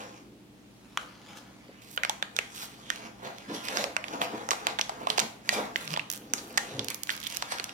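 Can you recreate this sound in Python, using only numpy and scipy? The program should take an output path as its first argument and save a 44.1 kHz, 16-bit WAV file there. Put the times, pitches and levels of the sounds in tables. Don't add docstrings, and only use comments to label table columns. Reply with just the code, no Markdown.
import sys
import numpy as np
from scipy import signal
from scipy.fft import rfft, irfft
from scipy.io import wavfile
from scipy.ndimage import uniform_filter1d, map_coordinates

SR = 44100
rng = np.random.default_rng(int(sys.argv[2]) if len(sys.argv) > 2 else 0)


def wav_out(sig):
    wavfile.write(sys.argv[1], SR, np.round(np.clip(np.atleast_2d(sig).T, -1, 1) * 32767).astype(np.int16))


N = 341276
TIME, FREQS = np.arange(N) / SR, np.fft.rfftfreq(N, 1 / SR)
IMPACT_SIZE = 2048
IMPACT_FREQS = np.fft.rfftfreq(IMPACT_SIZE, 1 / SR)

# f/Hz, level/dB
AIR_SPECTRUM = [(20, -28), (55, 3), (85, -6.5), (130, 0.5), (220, 6), (320, 2), (450, -4.5), (700, -8.5),
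                (1400, -15), (3200, -15.5), (6000, -22), (10000, -25), (15500, -29.5)]
# f/Hz, rms level/dB
HUM_PARTIALS = [(119, -64), (199.5, -62.5), (297, -64)]
# f/Hz, T60/s
REVERB_TIMES = [(150, 0.78), (700, 0.4452), (2500, 0.4249), (6000, 0.33), (14000, 0.52)]
# f/Hz, level/dB
REVERB_SPECTRUM = [(150, -6), (700, 1.5), (2500, -1.5), (6000, -0.5), (14000, -2.5)]
# t/s, offset (0 straight ahead, 1 to the side)
HAND_PATH = [(.3, 1), (.9, 0), (1.45, 0), (1.8, 1)]
# f/Hz, level re the plain rub/dB
BODY_MODES = [(226, 2.5), (282, 3.5), (325, 1), (433, 5.5), (504, 8), (554, -2), (690, 1.5), (809, -2.5)]
# centre t/s, duration/s, f/Hz, nominal bandwidth/Hz, level/dB
GROAN_BANDS = [(0.29, 0.3, 343, 45, -61.5), (1.694, 0.0071, 440, 110, -50), (3.522, 0.048, 255, 115, -41),
               (3.81, 0.13, 615, 190, -42.5), (4.246, 0.052, 695, 80, -43.5), (4.343, 0.024, 350, 270, -40),
               (5.238, 0.028, 200, 62, -44.5), (5.543, 0.054, 2380, 54, -40.5),
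               (5.586, 0.069, 550, 360, -39.5), (5.946, 0.11, 158.5, 8.5, -45),
               (6.415, 0.38, 265, 154, -53), (6.796, 0.097, 122, 19, -46.5), (6.78, 0.15, 296, 260, -46.5)]
# t/s, rustle level/dB
HOLD_LEVELS = [(0.16, -55), (0.32, -83), (1.1, -59.5), (1.8, -60.5), (2.8, -70), (3.4, -55.5), (4.4, -53),
               (5.0, -56.5), (5.4, -60), (6.3, -58.5), (7.0, -66), (7.7, -58.5)]
# peak t/s, rise/s, fall/s, rustle level/dB, rub re rustle/dB, fizz re rustle/dB
FINGER_STROKES = [(0.0, .05, 0.11, -40.5, 0.5, -15.5), (0.85, 0.31, 0.22, -68, -16, 1),
                  (1.02, 0.11, 0.071, -56, 6.5, -4), (1.305, 0.077, 0.17, -51, -2, -11),
                  (1.374, 0.029, 0.03, -48.5, -9, 0.5), (2.04, .03, 0.18, -47, -21, -17),
                  (2.38, 0.092, 0.22, -51.5, 1, -5), (2.58, 0.13, 0.19, -48, -18.5, 2),
                  (2.631, 0.03, 0.017, -35, -15, -11), (2.96, 0.26, 0.042, -45, -27, -10),
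                  (3.07, 0.49, 0.041, -46.5, 1, -14), (3.26, 0.072, 0.1, -41.5, 5.5, -39),
                  (3.5, 0.022, 0.15, -40.5, 2.5, -20), (3.55, 0.026, 0.034, -38.5, -9, 0),
                  (3.812, 0.33, 0.066, -32.5, -2, -10.5), (4.05, 0.03, 0.15, -48, -1, -5.5),
                  (4.135, 0.072, 0.068, -42, 8.5, -15), (4.221, 0.051, 0.092, -34.5, -2, -14),
                  (4.34, 0.13, 0.24, -44.5, 6, -14), (4.521, 0.011, 0.025, -39, -2.5, 3),
                  (4.70, 0.14, 0.048, -38, 1.5, -37), (4.81, .03, 0.18, -47, -19, -6),
                  (5.03, 0.24, 0.12, -49, 9, -29), (5.096, 0.025, 0.081, -36, -0.5, -3.5),
                  (5.208, 0.062, 0.063, -32.5, -5, -12), (5.538, 0.069, 0.056, -33, -0.5, -3),
                  (5.588, 0.1, 0.13, -36, 5.5, -31), (5.81, 0.067, 0.1, -41, -4.5, -4.5),
                  (5.94, 0.2, 0.11, -44, 0, -27), (6.15, 0.083, 0.016, -45.5, -9, -7.5),
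                  (6.385, 0.04, 0.027, -38.5, -16, -6), (6.62, 0.32, 0.56, -46, -0.5, -6),
                  (6.909, 0.033, 0.019, -34.5, -29, -6), (7.109, 0.047, 0.091, -36.5, -13, -7),
                  (7.33, 0.26, 0.94, -44, -12, -8.5), (7.518, 0.025, 0.059, -31, -12, -7),
                  (7.55, 0.038, 0.57, -47.5, -1, -19)]
# f/Hz, level/dB
CARD_SPECTRUM = [(40, -37), (120, -8), (210, 2.5), (330, -1.5), (550, -2.5), (820, 2.5), (1100, 0.5),
                 (1600, -7.5), (4000, -30.5), (8000, -26), (16000, -30.5)]
PLASTIC_SPECTRUM = [(400, -26), (900, 1), (1250, 6.5), (2400, 5), (3400, 2.5), (4400, -0.5), (5800, -6.5),
                    (7000, -4.5), (9000, -56), (16000, -76)]
SKIN_SPECTRUM = [(3000, -8.5), (6000, 4), (7200, 0), (8600, -1), (10500, 1), (13000, -8), (15200, -10),
                 (16500, -31)]
# start t/s, release t/s, level/dB, tilt/(dB per octave)
FINGER_SCRAPES = [(1.816, 1.902, -55, 0.5), (1.903, 1.963, -49, 6), (2.542, 2.62, -45, 1),
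                  (2.614, 2.656, -43.5, 4), (3.634, 3.703, -45, 0), (3.736, 3.84, -44, -0.5),
                  (4.208, 4.245, -43, 1.5), (5.496, 5.565, -54, -4), (6.94, 6.958, -49, 17),
                  (7.104, 7.126, -43.5, 8)]
# f/Hz, level/dB
GRIT_SPECTRUM = [(1000, -14), (2400, 4.5), (5800, 0), (8000, -4), (15200, -5.5), (16300, -26)]
# start t/s, end t/s, first slip rate/Hz, last slip rate/Hz, level/dB, f/Hz, Q
CREAK_RUNS = [(5.775, 5.873, 135, 89, -22, 8250, 1), (5.885, 5.952, 170, 240, -17, 4540, 2),
              (6.142, 6.183, 230, 130, -20, 9050, 0.58), (6.392, 6.531, 114, 190, -28, 11500, 1.7),
              (7.229, 7.276, 230, 320, -3.5, 3330, 4.5), (7.296, 7.377, 230, 280, -20.5, 6000, 1)]
# t/s,
# level/dB, tilt/(dB per octave)
EDGE_TICKS = [(1.963, -16.5, 12), (3.384, -15, -3.5), (2.96, -11, -3), (4.083, -13, -8), (5.765, -6.5, -1),
              (5.877, -7.5, -5.5), (5.9055, -9, -5), (5.915, -12, -2), (5.925, -11, 3), (5.933, -6.5, -2),
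              (6.101, 3, 3.5), (6.1152, -1, 8), (6.126, -4, 7), (6.136, -4, 7), (6.8453, -5, 5),
              (6.8844, 1.5, -0.5), (6.903, 0.5, 3.5), (6.9451, -1.5, 5.5), (7.0341, 1.5, 6.5),
              (7.072, -11, -0.5), (7.152, -11.5, -1), (7.165, -9.5, 6), (7.177, -14, -6.5),
              (7.202, -9.5, 3), (7.215, -13, -3), (7.2373, -10, 8), (7.2414, -17.5, -10), (7.273, -6.5, 10),
              (7.301, -10, 0), (7.324, -10, -4), (7.342, -13, 4), (7.347, -6.5, 1), (7.352, -9, 1),
              (7.3645, -6, 2), (7.37, 4.5, 4), (7.642, 0, 0), (7.585, -9, -7), (7.6936, -16, -10.5)]
# f/Hz, level/dB, Q
TICK_MODES = [(2950, 0, 1.2), (6530, 0, 3.1), (10400, -6.5, 4.2), (14300, -9.5, 5.3)]
# t/s, f/Hz, T60/s, level/dB
FREED_FACETS = [(2.902, 1857, 0.14, -38), (5.4917, 1900, 0.13, -29.5), (6.578, 1845, 0.18, -31.5)]
# f/Hz, level/dB, Q
CREASE_MODES = [(4760, -6.5, 4.5), (6280, 2, 5.8), (13100, -16, 3.2), (13400, -21, 23)]
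# flex/dB, overtone/dB, crack/dB
FACET_SNAPS = [(0.974, 1310, 3290, 440, 3.4, 15, 13, -14, -1.5, -18.5),
               (1.976, 1430, 3070, 514, 10.4, 8.5, 17.5, -10, -6, -25.5),
               (2.0345, 1400, 2180, 726, 12, 7.8, 15.5, -13, 2.5, -15.5),
               (2.0495, 1230, 2000, 674, 14, 2.6, 15, -5.5, -5, -32),
               (2.0958, 870.0, 3490, 530.0, 17, 27, 23, -16, -7, -17),
               (2.2259, 1730, 3670, 585, 4.4, 21, 12, -1.5, 2, -16),
               (2.3653, 1410, 3620, 410.0, 18, 12, 8, -12, -0.5, -5.5),
               (2.3888, 1600, 2690, 516, 3.6, 6.5, 14.5, -6, 3, -11.5),
               (2.9023, 1845, 3150, 1270, 13, 8.1, 18.5, -7.5, -8, -15.5),
               (3.6853, 2060.0, 5400, 480.0, 1.5, 6.8, 2, -14, 1.5, -5),
               (3.7716, 1680.0, 5740, 340.0, 1.2, 7.1, 6.5, 8.5, 2, -6),
               (3.8411, 2170, 5300, 530, 2.5, 3.7, 6, 9.5, -1.5, -16),
               (3.9659, 1590, 2800, 590.0, 1.1, 11, 12.5, 1, 0.5, -35),
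               (4.0413, 1820, 2430, 660.0, 6.6, 5.7, 5.5, -5, 1.5, -33),
               (4.2167, 850, 3630, 300.0, 1.9, 6.9, 16, -21, -6.5, -25),
               (4.4894, 780, 2060, 480.0, 1.8, 21, 11, -26.0, -9.0, -15),
               (4.5078, 2180, 6500.0, 400.0, 2.6, 2.9, 11, -12, -17, -4.5),
               (4.5144, 1130, 4230.0, 400.0, 13, 3.2, 24.5, -14, -20.5, -28),
               (4.5335, 875, 2470.0, 540.0, 2.8, 7, 13, -18, -17, -35),
               (4.669, 2170, 3640, 820, 2.9, 2.1, 12.5, 5.5, -2.5, -7.5),
               (4.788, 1590, 3460, 870.0, 8.6, 6, 12.5, -6, -4.5, -33),
               (4.7933, 820, 2030, 362, 3.9, 3.9, 13, -6, -2, -13.5),
               (4.8125, 3130, 6060.0, 730.0, 2.9, 16, 10.5, -21, 0, -9),
               (4.8945, 790, 4980.0, 590.0, 11, 7.5, 20.5, -31.0, -24, -29),
               (5.071, 1075, 2880, 716, 8.7, 3.8, 20.5, -3.5, -16.5, -42.5),
               (5.102, 1830, 3450, 770, 3.6, 3.7, 0.5, 10, 13, -14),
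               (5.1778, 2630, 5400.0, 850.0, 6.5, 10.1, 9.5, -18, -5, -6),
               (5.182, 780, 4840.0, 410.0, 3.1, 2.5, 23, -4.5, -16.5, -25.0),
               (5.1935, 2570, 5010.0, 960.0, 2.4, 2.7, 11, -2, 0.5, -4),
               (5.1997, 1090.0, 3620, 450.0, 1.8, 18.0, 8.5, -13, 2, 1.5),
               (5.4917, 2140, 4720, 760, 3.9, 10, 17, -15, -1, -9.5),
               (5.527, 690, 3600.0, 403, 3.9, 5.3, 15, -16, -28, -27),
               (5.759, 2050, 3700, 390.0, 2.4, 1.3, 13, -7, -11, -36),
               (5.939, 2670, 5340, 680, 4.6, 6.3, 6, 4, -4.5, -16),
               (5.963, 1870, 3320, 590.0, 7.2, 4.6, 6.5, -6, -4, -28),
               (5.974, 1200, 3060, 905, 7.1, 15, 7.5, 8, -6, -30),
               (5.995, 1770, 2710, 860.0, 8.1, 10, 7.5, -20, 6, -32),
               (6.3365, 1400, 3680, 262, 1.9, 1, 8.5, 4.5, -7, 4),
               (6.5754, 1810, 5280, 750, 4.1, 4.5, 13.5, 2, -2, -4),
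               (6.5789, 1870, 4700, 810.0, 6.2, 2.6, 18.5, -15, -10.5, -12),
               (6.7937, 3540, 5630, 295, 7.6, 3.3, 11.5, 5.5, -14, -19),
               (7.0934, 1760, 3550, 300.0, 6, 3.2, 17, -24, -22, -39),
               (7.103, 1810, 3340, 300.0, 6.4, 3.9, 8.5, -29, -1.5, -12),
               (7.2685, 3320, 5550, 340.0, 7.9, 5.6, 8.5, -16, -25, -28),
               (7.424, 1080, 5000, 487, 1.9, 2.1, 10, -5.0, -9, -17),
               (7.5214, 830, 4530.0, 302, 6.7, 2.3, 17, -19, -21, -21),
               (7.5982, 2260, 4540.0, 403, 2.5, 18.0, 3.5, 3, 5.5, -9.5)]


def amp(db):
    return 10 ** (np.asarray(db) / 20)


def unit(x):
    return x / np.sqrt(np.mean(x ** 2) + 1e-20)


def curve_at(points, hz):
    f, value = np.transpose(points)
    return np.interp(np.log(hz + 1), np.log(f), value)


def coloured(x, spectrum):
    return unit(irfft(rfft(x) * amp(curve_at(spectrum, FREQS)), N))


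def add(mix, s, sound):
    part = mix[:, max(round(s * SR), 0):][:, :sound.shape[1]]
    part += sound[:, :part.shape[1]]


def mode(f, hz, q):
    return 1j * f * hz / q / (hz ** 2 - f ** 2 + 1j * f * hz / q)


def modal_sum(f, modes):
    return sum((-1) ** k * amp(db) * mode(f, hz, q) for k, (hz, db, q) in enumerate(modes))


def widened(modes, max_q):
    return [(hz, db - 10 * np.log10(max(q / max_q, 1)), min(q, max_q)) for hz, db, q in modes]


def panned(balance_db):
    return unit(amp([[balance_db / 2], [-balance_db / 2]]))


def sideways(s):
    return np.interp(s, *np.transpose(HAND_PATH))


def diffuse(pair, coherent_hz=650):
    size = pair.shape[1]
    a, b = rfft(pair)
    coherence = np.exp(-(np.fft.rfftfreq(size, 1 / SR) / coherent_hz) ** 2)
    return irfft(np.array([a, coherence * a + np.sqrt(1 - coherence ** 2) * b]), size)


def scatter(share_db, decay_s, delay_s=.0005):
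    t = np.arange(IMPACT_SIZE) / SR
    bounces = rng.standard_normal((2, IMPACT_SIZE)) * np.exp(-t / decay_s) * (t > delay_s)
    bounces = amp(share_db) * unit(diffuse(bounces)) / np.sqrt(IMPACT_SIZE)
    return (1 + rfft(bounces)) / np.sqrt(1 + amp(share_db) ** 2)


def background(air_db=-55.5, port_noise_db=-9.5):
    noise = diffuse(rng.standard_normal((2, N))) + amp(port_noise_db) * rng.standard_normal((2, N))
    knots = np.linspace(0, N / SR, num=40)
    hum = np.zeros(N)
    for hz, db in HUM_PARTIALS:
        phase = np.interp(TIME, knots, rng.standard_normal(len(knots))) + 2 * np.pi * rng.random()
        hum += amp(db) * np.sqrt(2) * np.sin(2 * np.pi * hz * TIME + phase)
    return amp(air_db) * coloured(noise, AIR_SPECTRUM) + hum


def room(x, build_s=0.00006, hold_s=0.0017):
    size = SR // 2
    hz, t, bands = signal.stft(diffuse(rng.standard_normal((2, size))), SR, nperseg=256)
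    fade = np.exp(-np.log(1000) * np.maximum(t - hold_s, 0) / curve_at(REVERB_TIMES, hz)[:, None])
    tail = signal.istft(bands * fade, SR, nperseg=256)[1]
    tail *= 1 - np.exp(-np.arange(tail.shape[1]) / SR / build_s)
    response = rfft(unit(tail) / np.sqrt(tail.shape[1]), N) * amp(curve_at(REVERB_SPECTRUM, FREQS))
    return signal.fftconvolve(x, irfft(response, N)[:, :size], axes=1)[:, :N]


def hollow_body(x, q=42, gain_db=-3.5):
    response = 1 + sum(amp(db) * mode(FREQS, hz, q) for hz, db in BODY_MODES)
    return amp(gain_db) * irfft(rfft(x) * response, N)


def groans(gain_db=6.0):
    out = np.zeros(N)
    for s, length, hz, width, db in GROAN_BANDS:
        tone = irfft(rfft(rng.standard_normal(N)) * mode(FREQS, hz, hz / (2 * width)) ** 2, N)
        swell = np.exp(-2 * ((TIME - s) / length) ** 2)
        out += amp(db) * tone * swell / np.sqrt(np.average(tone ** 2, weights=swell ** 2))
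    return out * panned(0) * amp(gain_db)


def friction(grains_per_s, spread_db, smooth):
    sizes = amp(spread_db * np.minimum(rng.exponential(1, N), 4))
    grains = sizes * rng.choice([-1, 1], N) * (rng.random(N) < grains_per_s / SR)
    return unit(grains) + smooth * rng.standard_normal(N)


def shifting_grip(x, depth_db=3.0):
    bands = signal.stft(x, nperseg=512)[2]
    patches = uniform_filter1d(rng.standard_normal(bands.shape[1:]), size=9, axis=0)
    patches = unit(uniform_filter1d(patches, size=10, axis=1))
    return unit(signal.istft(bands * amp(depth_db * patches), nperseg=512)[1][:, :N])


def contact_envelopes(depth_db=20, hold_rub_db=-1, hold_fizz_db=-12):
    t = TIME[::64]
    touches = [(np.interp(t, *np.transpose(HOLD_LEVELS)), hold_rub_db, hold_fizz_db)]
    for s, rise, fall, db, rub_db, fizz_db in FINGER_STROKES:
        below_peak_db = depth_db * np.maximum((s - t) / rise, (t - s) / fall)
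        touches.append((db - below_peak_db, rub_db, fizz_db))
    power = sum(amp([db + rub_db, db, db + fizz_db]) ** 2 for db, rub_db, fizz_db in touches)
    return [np.interp(TIME, t, np.sqrt(layer)) for layer in power]


def rubbing():
    rub, rustle, fizz = contact_envelopes()
    drag = friction(grains_per_s=700, spread_db=4, smooth=.5)
    dull = hollow_body(rub * coloured(drag, CARD_SPECTRUM))
    grit = friction(grains_per_s=1100, spread_db=3.8, smooth=.3)
    crackle = .65 * friction(grains_per_s=130, spread_db=2.2, smooth=0)
    hiss = .7 * rng.standard_normal((2, N))
    catches = shifting_grip(grit + crackle + hiss)
    bright = rustle * coloured(catches, PLASTIC_SPECTRUM) + fizz * coloured(catches, SKIN_SPECTRUM)
    balance = amp(np.outer([-2.5, 0.56], sideways(TIME)))
    return dull * panned(0) * amp(-0.5) + bright * balance * amp(-2.0)


def scrapes(bite_s=.004, let_go_s=0.01, judder_db=4.5, judder_s=.002, pivot_hz=6000):
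    size = SR // 4
    t, f, out = np.arange(size) / SR, np.fft.rfftfreq(size, 1 / SR), np.zeros((2, N))
    knots = np.arange(0, t[-1], judder_s)
    octaves = np.log2(np.maximum(f, GRIT_SPECTRUM[0][0]) / pivot_hz)
    for start, end, db, tilt_db in FINGER_SCRAPES:
        judder = amp(judder_db * np.interp(t, knots, np.clip(rng.standard_normal(len(knots)), -2, 2)))
        grit = rng.laplace(size=size) + .6 * rng.laplace(size=(2, size))
        colour = amp(curve_at(GRIT_SPECTRUM, f) + tilt_db * octaves)
        scrape = unit(irfft(rfft(grit * judder) * colour, size))
        contact = np.minimum(t / bite_s, 1) * np.exp(-np.maximum(t - (end - start), 0) / let_go_s)
        add(out, start, amp(db) * panned(balance_db=-5) * contact * scrape)
    return out


def creaks(jitter=.24, spread_db=2.5):
    out = np.zeros((2, N))
    for start, end, first_rate, last_rate, db, hz, q in CREAK_RUNS:
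        s = start
        for lateness, strength in rng.standard_normal(size=(40, 2)):
            slip = irfft(mode(IMPACT_FREQS, hz, q) * scatter(share_db=35, decay_s=0.00009))
            if s < end:
                add(out, s, amp(db + spread_db * strength) * panned(balance_db=-9) * slip)
            s += np.exp(jitter * lateness) / np.interp(s, [start, end], [first_rate, last_rate])
    return out


def ticks(pivot_hz=7000):
    out = np.zeros((2, N))
    octaves = np.log2(np.maximum(IMPACT_FREQS, TICK_MODES[0][0]) / pivot_hz)
    for s, db, tilt_db in EDGE_TICKS:
        edge = modal_sum(IMPACT_FREQS, TICK_MODES) * amp(db + tilt_db * octaves)
        paths = scatter(share_db=0, decay_s=0.0007)
        add(out, s, panned(balance_db=-10) * irfft(edge * paths))
    return out


def after_rings(detune=.017, partner_db=-5):
    t, out = np.arange(SR // 3) / SR, np.zeros((2, N))
    for s, hz, t60, db in FREED_FACETS:
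        pair = np.sin(2 * np.pi * hz * t) + amp(partner_db) * np.sin(2 * np.pi * hz * (1 + detune) * t)
        add(out, s, amp(db) * panned(balance_db=-2) * pair * np.exp(-np.log(1000) * t / t60))
    return out


def snaps(max_q, flex_q=3.07, flip_hz=7500, baffle_hz=430, shade_db=-8.5, shade_hz=970, gain_db=3.0):
    f, out = IMPACT_FREQS, np.zeros((2, N))
    push = 1 / (1 - (f / flip_hz) ** 2 + 1j * f / flip_hz)
    radiation = (1j * f / (1j * f + baffle_hz)) ** 2
    crack = modal_sum(f, CREASE_MODES)
    for s, hz, overtone_hz, flex_hz, q, overtone_q, db, flex_db, overtone_db, crack_db in FACET_SNAPS:
        modes = [(flex_hz, flex_db, flex_q), (hz, 0, q), (overtone_hz, overtone_db, overtone_q)]
        facet = modal_sum(f, widened(modes, max_q)) * push
        snap = amp(db + gain_db) * (facet - amp(crack_db) * crack) * radiation
        shade = amp(shade_db * sideways(s))
        left = snap * (shade + (1 - shade) / (1 + 1j * f / shade_hz))
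        paths = scatter(share_db=-6, decay_s=0.002)
        add(out, s, irfft(np.array([left, snap]) * paths))
    return out


def scene(port_lag_samples=16):
    pops, clicks, strokes, grit = snaps(max_q=12), ticks() + creaks(), rubbing(), scrapes()
    left, right = pops + clicks + strokes + grit
    lag = port_lag_samples * sideways(TIME)
    direct = np.array([map_coordinates(left, [np.arange(N) - lag], order=5), right])
    blended_pops = snaps(max_q=2.5)
    radiated = amp(-7.0) * blended_pops + amp(-8.5) * clicks + amp(-0.5) * strokes + amp(-7.5) * grit
    sent = radiated.mean(0)[None]
    turn = np.pi * TIME
    echo = room(sent * np.cos(turn)) + room(sent * np.sin(turn))
    return direct + echo * panned(balance_db=0.94) + after_rings() + hollow_body(groans()) + background()


def record(dry):
    low_pass = signal.firwin(255, cutoff=16150, window=("kaiser", 8), fs=SR)
    return signal.oaconvolve(dry, low_pass[None], "same")


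dry = scene()
out = record(dry)
wav_out(out)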